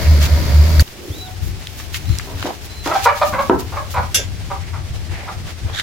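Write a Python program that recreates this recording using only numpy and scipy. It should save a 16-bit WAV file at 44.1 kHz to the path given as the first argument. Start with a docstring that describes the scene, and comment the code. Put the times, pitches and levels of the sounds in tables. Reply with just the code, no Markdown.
"""Hens caught in a concrete coop

A loud low rumble, a wavering drone in rushing noise, stops dead. Then hens are caught by hand in a small coop:
short hoarse clucks, pulses and rasp filtered by throat and beak, ring between the walls. Friction noise makes the
rustling feathers, struck resonances the knocks on a board, decaying modes one metal clank, and noise bursts the
snaps of twigs. Chicks peep faintly as gliding whistles; a light wind, slow low noise, buffets the microphone."""
import sys
import numpy as np
from scipy import signal
from scipy.fft import rfft, irfft, next_fast_len
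from scipy.io import wavfile
from scipy.ndimage import uniform_filter1d, map_coordinates

SR = 44100
rng = np.random.default_rng(int(sys.argv[2]) if len(sys.argv) > 2 else 0)


def inscribe(sig):
    """Save sig as 16-bit PCM at rate SR to the path in sys.argv[1].

    A 1-D sig is mono; a 2-D sig holds one channel per row.
    Samples are clipped to [-1, 1] before scaling.
    """
    pcm = np.round(np.clip(np.atleast_2d(sig).T, -1, 1) * 32767)
    wavfile.write(sys.argv[1], SR, pcm.astype(np.int16))


N = 256986
T = np.arange(N) / SR
LOCAL = T[:SR // 2]  # time axis of one short event, in seconds

# Hen calls. Each row: start in seconds, length in seconds, pitch in Hz, level in dB, beak resonance in Hz,
# roughness from 0 to 1.
CALLS = [(1.2, 0.15, 743, -39.5, 740, 0.06), (2.91, 0.026, 662, -15, 1210, 0.4),
         (2.948, 0.027, 790, -11, 764, 0.15), (3.054, 0.034, 474.5, -4.5, 1010, 0.36),
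         (3.08, 0.031, 588, -10.5, 1470, 0.22), (3.211, 0.034, 592.8, -8.5, 850, 0.33),
         (3.321, 0.046, 537, -19.5, 1250, 0.57), (3.381, 0.037, 544, -13.5, 1020, 0.37),
         (3.719, 0.034, 437.3, -26.5, 950, 0.48), (3.757, 0.037, 567, -24.5, 1110, 0.48),
         (3.936, 0.042, 522.5, -21.5, 1050, 0.59), (3.959, 0.047, 493, -20.5, 1010, 0.6),
         (4.501, 0.032, 398, -25.5, 1000, 0.41), (4.726, 0.043, 457, -32.5, 1180, 0.79),
         (5.276, 0.025, 418.5, -27.5, 1110, 0.78)]
# Response of the throat. Each row: frequency in Hz, gain in dB.
THROAT_RESPONSE = [(100, -38), (300, -14.5), (550, 2.5), (1400, -1), (1800, -10.5), (2100, -3),
                   (2400, -4.5), (3000, -16), (4100, -54), (5500, -56), (12000, -60)]
PITCH_SAG = 0.021  # share by which the pitch falls during a call
CREST_SHARE = 0.46  # share of a call spent swelling
# thin hiss from the open beak, its level relative to the call
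HISS_DB, HISS_HZ, HISS_WIDTH_HZ = -21.5, 3590, 2470

# Decay of the coop. Each row: frequency in Hz, reverberation time T60 in seconds.
COOP_T60 = [(150, 0.33), (700, 0.27), (2000, 0.29), (6000, 0.2), (14000, 0.096)]
# Standing waves of the coop. Each row: frequency in Hz, width in Hz, boost in dB.
STANDING_WAVES = [(605, 16, 12), (776, 59, 5.5), (900, 37, 3), (1260, 29, 8), (1420, 28, -11),
                  (1680, 27, 8)]
# Likeness of the two channels of a noise. Each row: frequency in Hz, correlation from 0 to 1.
LIKENESS = [(50, 0.22), (130, 0.42), (300, 0.69), (600, 0.69), (1000, 0.12), (2000, 0.32), (4000, 0),
            (12000, 0.064)]

RUMBLE_END_S = 0.826
# Level of the drone. Each row: time in seconds, relative level in dB.
DRONE_LEVEL = [(0.0, -32), (0.088, -9), (0.254, -11), (0.274, -31), (0.328, -9.5), (0.426, -19),
               (0.516, -15.5), (0.536, -10), (0.622, -6), (0.672, -11.5), (0.8, -7.5)]
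DRONE_START_HZ, DRONE_CLIMB_HZ_PER_S = 74.3, 4.2
DRONE_WAVER, DRONE_DB = 0.033, -0.6  # unsteadiness of pitch as a share; overall level of the drone
BOOM_DB, RUSH_DB = -20.5, -23.5  # steady low noise; mean level of the rushing noise
# Spectrum of the rushing noise. Each row: frequency in Hz, relative density in dB per Hz.
RUSH_SPECTRUM = [(76, -1.5), (130, -5.5), (274, -10), (472, -15), (625, -11), (829, -21), (954, -18.5),
                 (1430, -18.5), (2180, -18), (2610, -23), (4780, -22), (7300, -27.5), (8230, -34),
                 (14200, -29), (16000, -32)]
# Hollow resonances in the rushing noise. Each row: frequency in Hz, width in Hz, boost in dB.
HOLLOW_RESONANCES = [(572, 45, 5.5), (653, 31, 2.5), (955, 62, 7), (2200, 130, 2.5), (4670, 1040, 4.5)]

# Blows on the board. Each row: start in seconds, relative level in dB, decay of the contact noise in seconds,
# frequency in Hz above which the blow is dull.
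BLOWS = [(2.272, -29, 0.048, 905), (2.313, -29, 0.027, 400), (2.442, -20, 0.03, 350),
         (2.456, -13.5, 0.0094, 2000), (2.861, -13.5, 0.045, 1800), (3.497, 5, 0.0074, 1010)]
# Resonances of the board. Each row: frequency in Hz, width in Hz, gain in dB.
BOARD_MODES = [(290, 30, -1.5), (364, 79, 3.5), (500, 120, -3), (698, 160, 0.5), (927, 90, 5.5),
               (1180, 120, -9)]
# Low bumps. Each row: start in seconds, relative level in dB, frequency in Hz.
BUMPS = [(1.101, -11, 88), (2.096, -11, 126), (2.348, -12.5, 73), (2.44, -16, 289), (4.904, -8.5, 80),
         (5.647, -11, 73.5)]

CLANK_S = 4.144
# Modes of the metal. Each row: frequency in Hz, relative level in dB, free decay T60 in seconds.
METAL_MODES = [(1588, -10, 0.36), (2783, -3, 0.18), (3332, -4, 0.23), (3505, -4, 0.29), (3822, -9, 0.13),
               (4425, -8, 0.14), (5922, 0, 0.15), (6212, -7, 0.16), (6503, -16, 0.47), (7084, -11, 0.46),
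               (7305, -1, 0.15), (7714, -17, 0.2), (8990, -11, 0.13), (9615, -7, 0.1), (11350, -9, 0.11),
               (11700, -17, 0.13), (12050, -17, 0.13), (14550, -22, 0.15), (14810, -20, 0.15),
               (15290, -14, 0.17)]
# Spectrum of the clash. Each row: frequency in Hz, relative level in dB.
CLASH_SPECTRUM = [(300, -15), (1000, -23), (1500, -8.5), (2200, -8.5), (3400, -4.5), (4200, -14), (5500, 0),
                  (7300, -5.5), (8300, -16), (11300, -4.5), (13000, -20), (15500, -17)]

# Snaps of twigs and grit. Each row: start in seconds, relative level in dB, centre in Hz, decay T60 in seconds.
SNAPS = [(0.878, -21, 2500, 0.006), (1.671, -17.5, 3030, 0.0073), (1.799, -27.5, 1500, 0.036),
         (1.943, -20.5, 2480, 0.11), (2.093, -21.5, 2330, 0.0067), (2.186, -12.5, 5200, 0.01),
         (2.197, -21.5, 1710, 0.024), (2.427, -6, 1470, 0.006), (5.798, -2.5, 1800, 0.0055)]
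SNAP_WIDTH = 0.89  # width of each snap resonance over its centre
CLACK_S, CLACK_DB, CLACK_T60_S = 0.796, -9.5, 0.037  # a hard clack just before the rumble stops
# Resonances of the clack. Each row: frequency in Hz, width in Hz, gain in dB.
CLACK_RESONANCES = [(1750, 610, -3), (4483, 330, 3.5), (7860, 10000, -18.5)]

# Brief hissing strokes, some brightening the rush of the rumble. Each row: crest in seconds,
# rise plus fall in seconds, level in dB, centre in Hz.
HISSING_STROKES = [(0.01, 0.042, -33, 5000), (0.236, 0.052, -19.5, 3270), (0.73, 0.24, -37, 14000),
                   (0.81, 0.02, -19, 7000), (1.14, 0.2, -40, 7850), (1.46, 0.079, -37.5, 7000),
                   (1.803, 0.08, -34, 3930), (1.955, 0.05, -26, 4400), (2.14, 0.15, -34.5, 2900),
                   (2.44, 0.14, -31, 2290), (2.87, 0.062, -25.5, 2700), (2.985, 0.2, -28, 2540),
                   (3.045, 0.027, -19.5, 4400), (3.18, 0.057, -30, 3070), (3.27, 0.06, -29, 4550),
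                   (3.44, 0.087, -35, 4030), (3.6, 0.027, -28.5, 7100), (3.922, 0.046, -29.5, 6300),
                   (5.49, 0.078, -35, 2030), (5.7, 0.12, -35, 710)]
# Narrow-band scuffs, low or middling in pitch. Each row: crest in seconds, rise plus fall in seconds,
# level in dB, centre in Hz.
NARROW_SCUFFS = [(0.059, 0.032, -29, 2010), (1.07, 0.25, -35, 337), (2.495, 0.06, -28, 810),
                 (3.38, 0.24, -33, 210), (4.195, 0.06, -31, 486), (4.65, 0.12, -42, 2020),
                 (5.18, 0.17, -34, 2000), (5.21, 0.26, -37, 760)]
HISSING_WIDTH, SCUFF_WIDTH = 2.9, 0.58  # width of the resonance over its centre
RISE_SHARE = 0.43  # share of a stroke spent rising
# Colour of the friction noise. Each row: frequency in Hz, gain in dB.
FRICTION_COLOUR = [(100, 5), (500, 4.5), (2500, 1), (7200, -0.5), (8400, -9), (11000, -1.5), (16000, -0.5)]
# Fine rustle of the struggle. Each row: time in seconds, level in dB.
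BUSTLE_LEVEL = [(1.9, -45), (2.4, -44.5), (2.8, -46), (3.1, -37), (3.4, -41.5), (3.7, -43.5), (4.1, -45.5),
                (4.4, -56)]
BUSTLE_HZ, BUSTLE_WIDTH_HZ, BUSTLE_GRAIN_DB = 6500, 29000, 3  # its colour and its graininess
# a shrill scrape that builds up and breaks off
SCRAPE_S, SCRAPE_RISE_S, SCRAPE_FALL_S, SCRAPE_DB = 5.798, 0.05, 0.015, -19.5
# Resonances of the scrape. Each row: frequency in Hz, width in Hz, gain in dB.
SCRAPE_RESONANCES = [(1660, 620, -1.5), (3570, 790, 0.5), (6850, 5200, -14)]

# Chick peeps. Each row: start in seconds, length in seconds, top pitch in Hz, relative level in dB,
# scoop at the start from 0 to 1, drop at the end from 0 to 1.
CHICK_PEEPS = [(1.108, .18, 3970, -34.5, .22, .3), (2.04, .135, 4100, -43, .16, .15),
               (2.685, .175, 4060, -38.5, .01, .14)]

# Strength of the breeze between gusts. Each row: time in seconds, relative level in dB.
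BREEZE_LEVEL = [(0.87, -50.5), (1.4, -37), (1.5, -38), (2.26, -36), (2.63, -38.5), (4.15, -29.5),
                (5.48, -32), (5.8, -35.5)]
# Brief gusts. Each row: crest in seconds, level in dB.
GUST_CRESTS = [(1.45, -20), (1.53, -23), (1.79, -30.5), (1.98, -26), (2.11, -14.5), (4.97, -22.5),
               (5.11, -23.5), (5.66, -21.5)]
# Spectrum of the buffeting. Each row: frequency in Hz, relative density in dB per Hz.
BUFFET_SPECTRUM = [(13, -57), (22, -20), (48, -1.5), (81, 7), (96, 7), (114, -3.5), (160, -9.5),
                   (200, -16.5), (260, -23.5), (340, -17.5), (570, -120)]
BREEZE_DB, GUST_S = 5, 0.048  # overall level of the breeze; half length of a gust
WIND_LEFT_DB = 3.16  # gain on the left and loss on the right
# Hiss of the yard. Each row: time in seconds, level in dB.
YARD_LEVEL = [(0.85, -37.5), (2.4, -36), (5.8, -36)]
YARD_FLICKER_DB = 1.36  # unsteadiness of the hiss
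# Spectrum of the hiss. Each row: frequency in Hz, relative density in dB per Hz.
YARD_SPECTRUM = [(88, -7), (150, -11), (309, -16), (414, -13.5), (448, -17), (514, -19.5), (730, -17),
                 (979, -20.5), (1120, -21), (1210, -22), (1290, -22), (2100, -20), (5360, -23),
                 (16000, -40.5)]

# the recorder: limiter ceiling over full scale, its recovery, upper band limit
CEILING_DB, RELEASE_DB_PER_S, TOP_HZ = 1.5, 42, 15900


def amp(db):
    """Level law: decibels to amplitude gain."""
    return 10 ** (np.asarray(db) / 20)


def unit(x):
    """Normalisation of power: scale to rms 1."""
    return x / np.sqrt(np.mean(x ** 2) + 1e-20)


def along(points, hz):
    """Interpolation of (frequency, value) points on a logarithmic frequency axis."""
    f, v = np.transpose(points)
    return np.interp(np.log(hz + 1), np.log(f + 1), v)


def curve(rows):
    """Linear interpolation of (time, value) points, one value per sample."""
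    s, values = np.transpose(rows)
    return np.interp(T, s, values)


def wobble(rate, size=N):
    """Band-limited fluctuation: a smooth random curve with rate knots a second."""
    knots = rng.standard_normal(int(size * rate / SR) + 4)
    return map_coordinates(knots, [np.arange(size) * rate / SR])


def filtered(x, response):
    """Linear filtering: the spectrum of x times a response of frequency."""
    n = x.shape[-1]
    m = next_fast_len(n + 8192)  # padding leaves room for the ringing
    return irfft(rfft(x, m) * response(np.fft.rfftfreq(m, 1 / SR)), m)[..., :n]


def resonance(hz, centre, width):
    """Damped oscillator: a causal resonance with gain 1 at its centre."""
    return 1j * hz * width / (centre ** 2 - hz ** 2 + 1j * hz * width)


def boosted(peaks, hz):
    """Resonant colouring: (Hz, width Hz, boost dB) peaks whose decibels add."""
    return amp(sum(db * np.abs(resonance(hz, c, w)) ** 2 for c, w, db in peaks))


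def bands(peaks, hz):
    """Parallel resonators: steep (Hz, width Hz, dB) resonances whose amplitudes add."""
    return sum(amp(db) * np.abs(resonance(hz, c, w)) ** 2 for c, w, db in peaks)


def noise(colour, size=N):
    """Partial coherence: coloured stereo noise of rms 1 whose channel correlation depends on frequency."""
    def mid_and_side(hz):
        angle = np.arccos(np.clip(along(LIKENESS, hz), -1, 1)) / 2
        return colour(hz) * np.array([np.cos(angle), np.sin(angle)])

    mid, side = filtered(rng.standard_normal((2, size)), mid_and_side)
    return unit(np.array([mid + side, mid - side]))


def add(out, s, x):
    """Superposition: mix x into out from time s."""
    start = max(round(s * SR), 0)
    out[:, start:start + x.shape[-1]] += x[..., :N - start]


def in_coop(x, wet_db):
    """Reverberation: a short sound plus the dense answer of close walls, coloured by standing waves."""
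    hz, t, z = signal.stft(noise(lambda f: boosted(STANDING_WAVES, f), len(LOCAL)), SR, nperseg=256)
    decay = amp(-60 * t / along(COOP_T60, hz)[:, None])
    tail = signal.istft(z * decay, SR, nperseg=256)[1][:, :len(LOCAL)]
    tail = tail * (1 - np.exp(-(LOCAL / 0.0061) ** 2))  # the reflections build up within milliseconds
    answer = signal.fftconvolve(np.atleast_2d(x), tail / np.linalg.norm(tail[0]), axes=1)
    return x + amp(wet_db) * answer[:, :len(LOCAL)]


def hens():
    """Source and filter: unsteady syrinx pulses and rasp, sagging in pitch, shaped by throat and beak."""
    out, size = np.zeros((2, N)), len(LOCAL)
    for s, length, pitch_hz, db, beak_hz, rough in CALLS:
        u, rough = np.clip(LOCAL / length, 0, 1), np.clip(rough, 0, 1)  # u runs from 0 to 1 over the call
        pitch = pitch_hz * (1 + PITCH_SAG * (.5 - u)) * (1 + 0.1 * rough * wobble(276.0, size))
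        phase = 2 * np.pi * np.cumsum(pitch) / SR
        tract = lambda hz: amp(along(THROAT_RESPONSE, hz)) * resonance(hz, beak_hz, 0.56 * beak_hz)
        pulses = sum(np.cos(k * phase) for k in np.arange(1, 13))
        voiced = unit(filtered(pulses, tract))
        puffs = rng.standard_normal(size) * (1 + 1.33 * np.cos(phase))
        # the rasp holds little below the pitch
        rasp = unit(filtered(puffs, lambda hz: tract(hz) * (1 - np.exp(-(hz / (0.8 * pitch_hz)) ** 4))))
        hiss = amp(HISS_DB) * unit(filtered(puffs, lambda hz: resonance(hz, HISS_HZ, HISS_WIDTH_HZ) ** 2))
        arch = np.abs(np.sin(np.pi * np.interp(u, [0, CREST_SHARE, 1], [0, .5, 1]))) ** .9
        swell = arch * amp(2.5 * rough * wobble(176, size))
        call = amp(db) * swell * (np.sqrt(1 - rough) * voiced + np.sqrt(rough) * rasp + hiss)
        # the loud calls come from close by and carry less of the walls
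        add(out, s, in_coop(call, wet_db=np.interp(db, [-18, -6], [-3, -8])))
    return out


def rumble():
    """Amplitude modulation: a wavering low drone makes a hollow rush throb with it; both stop at once."""
    pitch = (DRONE_START_HZ + DRONE_CLIMB_HZ_PER_S * T) * (1 + DRONE_WAVER * wobble(26.2))
    phase = 2 * np.pi * np.cumsum(pitch) / SR
    tone = unit(np.sin(phase) + amp(-20) * np.sin(2 * phase))
    drone = amp(curve(DRONE_LEVEL) + DRONE_DB + 2.1 * wobble(32.7)) * tone
    boom = amp(BOOM_DB) * noise(lambda hz: resonance(hz, 72, 74) ** 2)
    rush = noise(lambda hz: amp(along(RUSH_SPECTRUM, hz)) * boosted(HOLLOW_RESONANCES, hz))
    throbbing = amp(RUSH_DB + 0.4 * wobble(59.3)) * rush * (1 + 0.14 * np.sin(phase))
    return (drone + boom + throbbing) * np.clip((RUMBLE_END_S - T) / 0.00043, 0, 1)


def knocks():
    """Forced vibration: dull blows with a short scuff ring the board; soft bumps give a low push."""
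    out = np.zeros((2, N))

    def board(hz):
        bass_loss = 1j * hz / (250 + 1j * hz)  # a small board radiates little bass
        return sum(amp(db) * resonance(hz, c, w) for c, w, db in BOARD_MODES) * bass_loss

    for s, db, contact_s, soft_hz in BLOWS:
        scuff = 0.75 * rng.standard_normal(len(LOCAL)) * np.exp(-LOCAL / contact_s)
        force = scuff + np.exp(-LOCAL / 0.00043)
        ring = filtered(force, lambda hz: board(hz) / (1 + 1j * hz / soft_hz) ** 2)
        add(out, s, in_coop(amp(db + 1) * ring / np.abs(ring).max(), wet_db=-3.5))
    swell = amp(-60 * LOCAL / 0.062) * (1 - np.exp(-LOCAL / 0.0081))
    for s, db, hz in BUMPS:
        add(out, s, amp(db + 7) * np.sin(2 * np.pi * hz * LOCAL) * swell)
    return out


def clank():
    """Modal vibration: struck metal gives a bright clash, then its modes ring until the contact damps them."""
    modes = 0
    for hz, db, t60 in METAL_MODES:
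        # each mode reaches the two microphones with its own phase
        phase = 2 * np.pi * (hz * LOCAL + rng.random()) + rng.normal(0, 1, (2, 1))
        modes = modes + amp(db - 60 * LOCAL / t60) * np.sin(phase)
    damping = np.exp(-(LOCAL / .11) ** 4)
    clash = noise(lambda hz: amp(along(CLASH_SPECTRUM, hz)), len(LOCAL)) * np.exp(-(LOCAL / .027) ** 2)
    attack = 1 - np.exp(-LOCAL / .0012)
    out = np.zeros((2, N))
    add(out, CLANK_S, amp(-15) * modes * attack * damping)
    add(out, CLANK_S, in_coop(amp(-10.5) * clash * attack, wet_db=-6.0))
    return out


def snaps():
    """Impulsive fracture: twigs and grit crack in decaying noise bursts; one harder clack rings a little."""
    out, size = np.zeros((2, N)), len(LOCAL)
    for s, db, centre_hz, t60 in SNAPS:
        burst = noise(lambda hz: resonance(hz, centre_hz, SNAP_WIDTH * centre_hz) ** 2, size)
        add(out, s, in_coop(amp(db + 1.0) * burst * amp(-60 * LOCAL / t60), wet_db=-19))
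    clack = noise(lambda hz: bands(CLACK_RESONANCES, hz), size)
    add(out, CLACK_S, amp(CLACK_DB - 60 * LOCAL / CLACK_T60_S) * clack)
    return out


def stroke(crest_s, rise_s, fall_s, colour):
    """Friction: grainy noise of a given colour that swells to a crest and fades."""
    out, size = np.zeros((2, N)), len(LOCAL)
    rubbing = noise(lambda hz: amp(along(FRICTION_COLOUR, hz)) * colour(hz), size)
    grainy = rubbing * amp(2.06 * wobble(500, size) + 1.65 * wobble(68.7, size))
    t = LOCAL - 2 * rise_s  # time from the crest
    swell = np.exp(-np.abs(t / np.where(t < 0, rise_s, fall_s)) ** 2.05)
    add(out, crest_s - 2 * rise_s, unit(grainy) * swell)
    return out


def strokes(rows, width):
    """Repeated noise strokes of one shape, each with its own length, level and brightness."""
    out = np.zeros((2, N))
    for s, length, db, centre_hz in rows:
        colour = lambda hz: resonance(hz, centre_hz, width * centre_hz) ** 2
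        out += amp(db) * stroke(s, RISE_SHARE * length, (1 - RISE_SHARE) * length, colour)
    return out


def litter():
    """Friction noise: a fine rustle that grows with the struggle, hissing strokes, narrow scuffs, a shrill scrape."""
    fine = noise(lambda hz: amp(along(FRICTION_COLOUR, hz)) * resonance(hz, BUSTLE_HZ, BUSTLE_WIDTH_HZ) ** 2)
    grainy = unit(fine * amp(BUSTLE_GRAIN_DB * wobble(700)))
    bustle = amp(curve(BUSTLE_LEVEL) + 2.2 * wobble(25.25)) * grainy
    scrape = stroke(SCRAPE_S, SCRAPE_RISE_S, SCRAPE_FALL_S, lambda hz: bands(SCRAPE_RESONANCES, hz))
    hissing = strokes(HISSING_STROKES, HISSING_WIDTH)
    scuffs = strokes(NARROW_SCUFFS, SCUFF_WIDTH)
    return bustle + hissing + scuffs + amp(SCRAPE_DB) * scrape


def chicks():
    """Frequency glide: thin whistles that scoop up, swell on a held pitch and drop abruptly."""
    out = np.zeros((2, N))
    for s, length, top_hz, db, scoop, drop in CHICK_PEEPS:
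        u = np.clip(LOCAL / length, 0, 1)
        climb = np.interp(u, [0, .27, .6], [1, .13, 0])
        pitch = top_hz * (1 - scoop * climb - drop * u ** 14 + .004 * wobble(90, len(u)))
        swell = np.interp(u, [0, .1, .5, .72, .92, 1], [0, .5, .65, 1.1, .7, 0])
        tone = np.sin(2 * np.pi * np.cumsum(pitch) / SR)
        whistle = amp(db + 1.5 + 3.1 * wobble(33, len(u))) * swell * tone
        add(out, s, in_coop(whistle, wet_db=-13))
    return out


def outdoors():
    """Turbulence: once the rumble stops, breeze and gusts buffet the microphone over the hiss of the yard."""
    wind = noise(lambda hz: amp(along(BUFFET_SPECTRUM, hz)))
    # even out the noise's own swells, so that the breeze and gusts set the level
    power = np.abs(uniform_filter1d(np.mean(wind ** 2, axis=0), size=4000))
    wind = wind / np.sqrt(power + 0.45)
    breeze = amp(curve(BREEZE_LEVEL) + BREEZE_DB + 2.7 * wobble(12))
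    gusts = sum(amp(db) * np.exp(-((T - s) / GUST_S) ** 2) for s, db in GUST_CRESTS)
    buffet = np.hypot(breeze, gusts) * wind * amp([[WIND_LEFT_DB], [-WIND_LEFT_DB]])
    hiss = noise(lambda hz: amp(along(YARD_SPECTRUM, hz)))
    air = amp(curve(YARD_LEVEL) + YARD_FLICKER_DB * wobble(42)) * hiss
    return (buffet + air) * (T > RUMBLE_END_S)


def scene():
    """Superposition with a level difference: hens, chicks, clank, snaps and litter lie a little to the right."""
    coop = hens() + clank() + snaps() + litter() + chicks()
    return coop * amp([[-.4], [.4]]) + rumble() + knocks() + outdoors()


def record(dry):
    """Dynamic limiting: loud peaks duck what follows, then gain recovers; the rest is rounded and band-limited."""
    over_db = np.maximum(20 * np.log10(np.abs(dry).max(axis=0) + 1e-9) - CEILING_DB, 0)
    recovery_db = RELEASE_DB_PER_S * T
    cut_db = np.maximum.accumulate(over_db + recovery_db) - recovery_db
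    limited = dry * amp(-uniform_filter1d(cut_db, size=64))
    rounded = limited / (1 + np.abs(limited) ** 12) ** (1 / 12)
    return filtered(rounded, lambda hz: hz < TOP_HZ)


dry = scene()
out = record(dry)
inscribe(out)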